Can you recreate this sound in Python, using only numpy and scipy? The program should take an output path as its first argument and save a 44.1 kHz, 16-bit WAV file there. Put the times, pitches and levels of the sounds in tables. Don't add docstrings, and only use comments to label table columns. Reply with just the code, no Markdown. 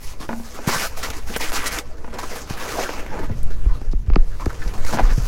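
import sys
import numpy as np
from scipy import signal
from scipy.fft import rfft, irfft, next_fast_len
from scipy.io import wavfile
from scipy.ndimage import uniform_filter1d

SR = 44100
rng = np.random.default_rng(int(sys.argv[2]) if len(sys.argv) > 2 else 0)


def transcribe(signal):
    frames = np.atleast_2d(signal).T
    limited = np.clip(frames, -1, 1)
    pcm = np.round(limited * 32767).astype(np.int16)
    wavfile.write(sys.argv[1], SR, pcm)


N = 232473
TIME = np.arange(N) / SR

# (frequency [Hz], gain [dB])
RASP_SPECTRUM = [(110, -2.5), (250, 4.5), (480, 3), (700, -2.5), (1200, -4.5), (2000, -8), (2700, -10),
                 (3500, -13), (4800, -10), (6500, -9.5), (8800, -17), (11000, -15), (16000, -21.5)]
# (frequency [Hz], gain [dB])
TICK_SPECTRUM = [(1500, 5.5), (2500, -2.5), (5500, 1.5), (9000, -8), (16000, -14.5)]


def undb(db):
    return 10 ** (np.asarray(db) / 20)


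def unit(x):
    return x / np.sqrt(np.mean(x ** 2))


def unit_peak(x):
    return x / abs(x).max()


def curves(rows):
    times, *columns = np.transpose(rows)
    order = np.argsort(times)
    return [np.interp(TIME, times[order], column[order]) for column in columns]


def colour(x, points):
    hz, db = np.transpose(points)
    size = 2 * next_fast_len(len(x) // 2 + 1)
    f = np.maximum(np.fft.rfftfreq(size, 1 / SR), hz[0] / 10)
    rolloff = (np.minimum(f / hz[0], 1) * np.minimum(hz[-1] / f, 1)) ** 2
    gain = rolloff * undb(np.interp(np.log(f), np.log(hz), db))
    cepstrum = irfft(np.log(gain))[:size // 2]
    cepstrum[1:] *= 2
    return irfft(rfft(x, size) * np.exp(rfft(cepstrum, size)))[:len(x)]


def wander(per_s):
    hold = max(int(SR / per_s), 1)
    steps = np.repeat(rng.standard_normal(N // hold + 1), hold)
    return unit(uniform_filter1d(steps, hold)[:N])


def fade(t, t60):
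    return np.exp(-np.log(1000) * t / t60)


def add(out, start, sound):
    i = int(np.clip(start * SR, 0, N - 1))
    out[i:i + len(sound)] += sound[:N - i]


def resonance(x, hz, q):
    phasor = np.exp(2j * np.pi * np.cumsum(hz) / SR)
    pole = np.exp(-np.pi * np.mean(hz) / q / SR)
    return np.real(phasor * signal.lfilter([1 - pole], [1, -pole], x / phasor))


def background(air_db=-45.5, hum_hz=58.7, hum_db=-44.5):
    # (frequency [Hz], gain [dB])
    air_spectrum = [(20, -7), (38, -1.5), (75, -47), (200, -24), (1500, -52), (6000, -56), (16000, -65)]
    air = undb(air_db) * unit(colour(rng.standard_normal(N), air_spectrum))
    hum = undb(hum_db + 2.7 * wander(3.2)) * unit(np.sin(2 * np.pi * hum_hz * TIME))
    return air + hum


def room(sound, t60=0.051, wet_db=-15):
    t = TIME[:SR // 2]
    response = rng.standard_normal(len(t)) * fade(t, t60) * (t > .004)
    reflections = signal.fftconvolve(sound, response / np.linalg.norm(response))[:N]
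    return sound + undb(wet_db) * reflections


def sway():
    # (time [s], level [dB])
    sway_levels = [(0, -23.5), (.6, -31.5), (1.0, -22.5), (1.8, -26.5), (2.9, -27), (3.35, -12.5),
                   (4.5, -19), (5.1, -13.5)]
    # (frequency [Hz], gain [dB])
    sway_spectrum = [(2, -7), (5, 5), (8, 2), (20, -12), (60, -23), (120, -29), (300, -54)]
    level_db, = curves(sway_levels)
    return undb(level_db) * unit(colour(rng.standard_normal(N), sway_spectrum))


def thumps(rise_cycles=0.4):
    # (time [s], envelope peak [dB], frequency [Hz])
    jolts = [(0.6745, -12, 155), (0.759, -21.5, 138), (1.092, -23, 69), (1.362, -23, 190),
             (2.505, -22.5, 86), (3.309, -14, 103), (3.662, -4, 43), (3.709, -10, 25.8), (3.876, -9, 22),
             (3.946, -9.5, 32.5), (4.082, -8, 61.3), (4.116, -4, 31.4), (4.179, -1.5, 20.5),
             (4.465, -12.5, 59), (4.658, -12.5, 36), (4.937, -18, 135), (5.03, -3, 26.6), (5.109, -5, 26.4),
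             (5.179, -10.5, 127), (5.216, -12.5, 38.8)]
    out, t = np.zeros(N), TIME[:SR // 3]
    for start, db, hz in jolts:
        rise = rise_cycles / hz
        envelope = t / rise * np.exp(1 - t / rise)
        add(out, start, undb(db) * envelope * np.sin(2 * np.pi * hz * t))
    return out


def panel_ring(x, t60=0.04, ring_db=-15):
    t = TIME[:SR // 10]
    response = rng.standard_normal(len(t)) * fade(t, t60)
    return x + undb(ring_db) * signal.fftconvolve(x, response / np.linalg.norm(response))[:len(x)]


def taps(fastest_hz=5960, slowest_hz=327, edge_s=0.01034, edge_db=-11.5, edge_hz=320):
    # (time [s], peak [dB], low-pass corner [Hz], lag of the thud [s])
    impacts = [(0.201, -29.5, 400, 0.0053), (0.671, -15.5, 400, 0.0051), (2.503, -19, 296, 0.0051),
               (3.657, -22.5, 280, 0.0057), (3.815, -24.5, 716, 0.0021), (3.931, -19, 200, 0.0053),
               (4.101, -18, 1510, 0.002), (4.158, -7, 4500, 0.0072), (4.46, -12, 900, .006),
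               (4.658, -25, 100, 0.0039), (5.173, -24, 110, 0.0064)]
    # (frequency [Hz], gain [dB])
    tap_spectrum = [(70, -9), (115, 9), (225, 5.5), (280, 5.5), (390, 3), (560, -7.5), (780, -4),
                    (1000, -11), (1250, -2.5), (1550, -15), (2700, -12), (3500, -30), (4700, -17),
                    (6500, -34), (11000, -70)]
    out, size = np.zeros(N), SR // 5
    f = np.maximum(np.fft.rfftfreq(size, 1 / SR), 1)
    lag_share = np.interp(f ** -.5, [fastest_hz ** -.5, slowest_hz ** -.5], [0, 1])
    pulse = colour(signal.unit_impulse(size), tap_spectrum)
    reflection = np.interp(TIME[:size] - edge_s, TIME[:size], pulse, left=0)
    pulse = pulse + undb(edge_db) * signal.lfilter(*signal.butter(2, edge_hz, fs=SR), reflection)
    for start, db, corner_hz, lag in impacts:
        phase = 2 * np.pi * np.cumsum(lag * lag_share) * SR / size
        dispersed = irfft(rfft(pulse) * np.exp(-1j * phase), size)[:size // 2]
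        softened = signal.lfilter(*signal.butter(1, corner_hz, fs=SR), dispersed)
        add(out, start, undb(db) * unit_peak(panel_ring(softened)))
    return out


def crinkles(level_db, per_s=12, spread_db=4, t60=0.011):
    impulses, t = np.zeros(N), TIME[:SR // 50]
    for place, strength in rng.random((int(per_s * N / SR), 2)):
        db = level_db[int(place * N)] + spread_db * (2 * strength - 1)
        add(impulses, place * N / SR, undb([db]))
    tick = colour(rng.standard_normal(len(t)) * fade(t, t60), TICK_SPECTRUM)
    return signal.fftconvolve(impulses, unit_peak(tick))[:N]


def crackles(ticks_per_s=1000, decay_cycles=10, spread_octaves=0.4, scatter_db=14):
    # (time [s], duration [s], level [dB], centre frequency [Hz])
    running_creases = [(0.682, 0.019, -34, 10000), (0.685, 0.035, -36, 5100), (1.339, 0.031, -30.5, 2670),
                       (1.362, 0.022, -33.5, 11300), (1.417, 0.078, -33, 2420), (1.546, 0.025, -28.5, 5970),
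                       (1.541, 0.13, -32.5, 2020), (1.662, 0.022, -28, 8500), (1.691, 0.097, -36, 2080),
                       (1.72, 0.042, -39, 11500), (3.4317, 0.0029, -38, 12000), (3.912, 0.018, -48, 5150)]
    out, t = np.zeros(N), TIME[:SR // 200]
    for start, length, db, centre_hz in running_creases:
        volley = np.zeros(N)
        for place, pitch, strength in rng.random((int(ticks_per_s * length) + 2, 3)):
            hz = centre_hz * 2 ** (spread_octaves * (2 * pitch - 1))
            tick = np.sin(2 * np.pi * hz * t) * fade(t, decay_cycles / hz)
            add(volley, start + place * length, undb(scatter_db * strength) * tick)
        rms = np.sqrt(np.sum(volley ** 2) / (length * SR))
        out += undb(db) * volley / rms
    return out


def snaps():
    # (time [s], nominal peak [dB], bright share [dB], t60 [s])
    creases = [(0.684, -16, -7, 0.024), (1.102, -19.5, 0, .027), (1.363, -9.5, -5, 0.03),
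               (1.52, -12.5, -4, 0.0086), (1.787, -11, 0, 0.015), (2.187, -22.5, -1.5, 0.022),
               (2.891, -15, -11, 0.032), (3.064, -22, -6.5, 0.013), (4.063, -41, 0, .015),
               (4.135, -24, -17, 0.015), (4.4585, -21, -2, 0.017), (4.5296, -28, -5.5, 0.025),
               (4.848, -19.5, -3, 0.039)]
    out, t = np.zeros(N), TIME[:SR // 20]
    midband = signal.butter(2, [480, 3000], "band", fs=SR)
    for start, db, bright_db, t60 in creases:
        crack = rng.standard_normal(len(t)) * fade(t, t60)
        dull = unit_peak(signal.lfilter(*midband, colour(crack, RASP_SPECTRUM)))
        bright = unit_peak(colour(crack, TICK_SPECTRUM))
        share = undb(min(bright_db, 0))
        add(out, start, undb(db) * (np.sqrt(1 - share ** 2) * dull + share * bright))
    return out


def knocks(cavity_hz=229.5, cavity_t60=0.28, spot_db_per_octave=6, crunch_db=-15.5):
    # (time [s], panel peak [dB], cavity level re that peak [dB], frequency the struck spot favours [Hz])
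    blows = [(.291, -14.5, -10, 900), (.309, -19, -14, 750), (.330, -18.5, -8, 1100),
             (0.399, -28.5, -2, 600), (0.589, -24, -17, 650), (0.690, -11, -16, 1200),
             (0.745, -17.5, -16, 1100), (2.045, -24, -33, 1080), (2.078, -25.5, -11.5, 900),
             (2.7894, -15.5, -30, 690), (3.296, -24, -4.5, 543), (4.927, -18.5, -12, 900),
             (4.935, -13.5, -14.5, 800), (4.945, -21, -10, 596), (4.973, -12.5, -12.5, 1000),
             (4.987, -8.5, -30, 1300), (4.993, -7.5, -15, 800)]
    # (frequency [Hz], relative level [dB], t60 [s])
    panel_modes = [(334, 1.5, 0.053), (529, 0, 0.037), (673, -6.5, 0.067), (859, -8, 0.11),
                   (976, -0.5, 0.029), (1235, -10, 0.034), (1453, -8.5, 0.084), (1630, 1.5, 0.012),
                   (2030, -19, 0.11), (2480, -10, 0.021)]
    out, t = np.zeros(N), TIME[:SR // 2]
    hz, mode_db, t60 = np.transpose(panel_modes)[:, :, None]
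    flutter = .35 * wander(90)
    lowpass = signal.butter(2, 2300, fs=SR)
    for start, db, cavity_db, spot_hz in blows:
        detune, scatter, polarity = rng.standard_normal((3, len(panel_modes), 1))
        weight_db = mode_db + 0.52 * scatter - spot_db_per_octave * abs(np.log2(hz / spot_hz))
        modes = fade(t, t60) * np.sin(2 * np.pi * hz * (1 + 0.016 * detune) * t)
        panels = unit_peak(np.sum(np.sign(polarity) * undb(weight_db) * modes, axis=0))
        rasp = colour(rng.standard_normal(len(t)), RASP_SPECTRUM)
        crunch = unit(signal.lfilter(*lowpass, rasp)) * fade(t, 0.11)
        cavity = np.sin(2 * np.pi * cavity_hz * t) * fade(t, cavity_t60)
        cavity *= 1 + np.interp(start + t, TIME, flutter)
        add(out, start, undb(db) * (panels + undb(crunch_db) * crunch + undb(cavity_db) * cavity))
    return out


def friction(size, slips_per_s=11000, spread_db=0.1, catches_per_s=70, catch_t60=0.12, catch_depth=0.26):
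    slipping = rng.random(size) < slips_per_s / SR
    slips = slipping * undb(spread_db * rng.exponential(size=size)) * rng.standard_normal(size)
    catches = (rng.random(size) < catches_per_s / SR) * rng.exponential(size=size)
    bursts = signal.lfilter([1], [1, -fade(1 / SR, catch_t60)], catches)
    return unit(slips * (1 + catch_depth * bursts))


def swipes(q=7, grip_share=0.11, flex_octaves=0.039):
    # (time [s], level [dB], duration [s], resonance [Hz], hiss re that level [dB])
    quick_strokes = [(0.21, -35.5, 0.038, 1150, -7.5), (0.294, -37.5, 0.075, 714, -28),
                     (0.68, -24, 0.025, 1145, -7), (0.715, -29, 0.1, 1150, -3),
                     (0.817, -28, 0.042, 1510, -0.5), (1.027, -32.5, 0.043, 1910, 5),
                     (1.295, -28, 0.024, 230, -22), (1.402, -26.5, 0.019, 870, -16),
                     (1.657, -25, 0.028, 2020, 2), (2.138, -33.5, 0.015, 600, -7),
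                     (2.184, -29.5, 0.023, 1000, -3), (2.229, -25.5, 0.016, 1150, -12),
                     (2.763, -26.5, 0.076, 690, -10.5), (3.109, -33.5, 0.13, 890, -31),
                     (3.681, -43, 0.062, 1060, -33), (4.394, -32, 0.05, 1050, -13),
                     (4.495, -31.5, 0.02, 1430, -14), (4.617, -32.5, 0.019, 1640, -17),
                     (4.675, -37.5, 0.0075, 4500, -16.5), (4.925, -26, 0.04, 720, -5),
                     (4.991, -17.5, 0.021, 745, -24)]
    out, flex = np.zeros(N), wander(34)
    for start, db, length, hz, hiss_db in quick_strokes:
        t = TIME[:int(2 * length * SR)]
        envelope = np.minimum(t / (grip_share * length), 1) * np.exp(-(t / length) ** 3)
        pitch_hz = hz * 2 ** (flex_octaves * np.interp(start + t, TIME, flex))
        panel = resonance(colour(friction(len(t)), RASP_SPECTRUM), pitch_hz, q)
        hiss = colour(friction(len(t)), TICK_SPECTRUM)
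        add(out, start, undb(db) * envelope * (unit(panel) + undb(hiss_db) * unit(hiss)))
    return out


def contact(attack_s=0.0073, release_s=0.013, easy_stroke_db=-48):
    # (time [s], duration [s], relative level [dB], treble re level [dB])
    strokes = [(0.0, 0.12, -46.5, 3), (0.197, 0.057, -41.5, -3), (0.668, 0.2, -28.5, -1),
               (0.961, 0.081, -37, -0.5), (1.02, 0.094, -35, -3), (1.128, 0.062, -39, -1.5),
               (1.267, 0.11, -36.5, -2), (1.393, 0.11, -33.5, -0.5), (1.521, 0.046, -28.5, -2),
               (1.573, 0.12, -32.5, -2.5), (1.704, 0.092, -29, -3), (2.122, 0.13, -36.5, -14),
               (2.188, 0.23, -39, -2), (2.307, 0.057, -33, -6.5), (2.488, 0.05, -36.5, -3),
               (2.568, 0.3, -34, -4.5), (2.79, 0.057, -27, -7.5), (2.855, 0.14, -33.5, -7.5),
               (3.125, 0.13, -36.5, -13), (4.858, 0.054, -33, -1), (4.885, 0.24, -35, -19)]
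    # (time [s], relative level [dB], treble re level [dB])
    rustle = [(.17, -53, -4), (.37, -49, 3.5), (.64, -39, -5), (.92, -42.5, -4), (1.25, -46.5, -2.5),
              (1.8, -44.5, -9), (2.03, -49.5, -7.5), (2.4, -42, -5), (3.1, -39.5, -10.5), (3.4, -48, -6),
              (3.82, -49, -6), (4.02, -57.5, -3.5), (4.13, -48, -11), (4.27, -48.5, -4.5),
              (4.56, -43.5, -6), (4.76, -40.5, -5), (5.27, -39, -1.5)]
    cloth_db, cloth_treble_db = curves(rustle)
    power, treble_power = undb(cloth_db) ** 2, undb(cloth_db + cloth_treble_db) ** 2
    for start, length, db, stroke_treble_db in strokes:
        grip = np.clip((TIME - start) / attack_s, 0, 1)
        release = np.exp(-np.clip((TIME - start - length) / release_s, 0, 20))
        stroke_power = (undb(db) * grip * release) ** 2
        power += stroke_power
        treble_power += stroke_power * undb(stroke_treble_db) ** 2
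    level_db = 10 * np.log10(power)
    treble_db = 10 * np.log10(treble_power / power)
    bass_db = -5 - 0.41 * (level_db - easy_stroke_db) - 0.77 * treble_db
    return level_db, bass_db, treble_db


def rubbing(level_db, bass_db, treble_db, flicker_db=3.0, flicker_per_s=32, gain_db=15.0):
    size = next_fast_len(N)
    spectrum = rfft(colour(friction(N), RASP_SPECTRUM), size)
    band_of_bin = 3 * np.log2(np.maximum(np.fft.rfftfreq(size, 1 / SR), 1))
    out = np.zeros(N)
    for band in range(19, 44):
        bass_weight = np.interp(band, 3 * np.log2([380, 900]), [1, 0])
        treble_weight = np.interp(band, 3 * np.log2([1600, 4800, 14000]), [0, .9, 1.4])
        band_noise = irfft(spectrum * np.maximum(1 - abs(band_of_bin - band), 0), size)[:N]
        flicker = flicker_db / (1 + treble_weight / 2) * wander(flicker_per_s)
        out += band_noise * undb(level_db + bass_weight * bass_db + treble_weight * treble_db + flicker)
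    return undb(gain_db) * out


def scene():
    level_db, bass_db, treble_db = contact()
    airborne = rubbing(level_db, bass_db, treble_db) + swipes()
    airborne += snaps() + crackles() + knocks() + crinkles(level_db + treble_db)
    return (room(airborne) + background() + taps() + thumps() + sway())[None]


def record(dry, cutoff_hz=15900):
    rounded = dry / (1 + dry ** 8) ** (1 / 8)
    return signal.sosfilt(signal.ellip(10, .2, 80, cutoff_hz, fs=SR, output="sos"), rounded)


dry = scene()
out = record(dry)
transcribe(out)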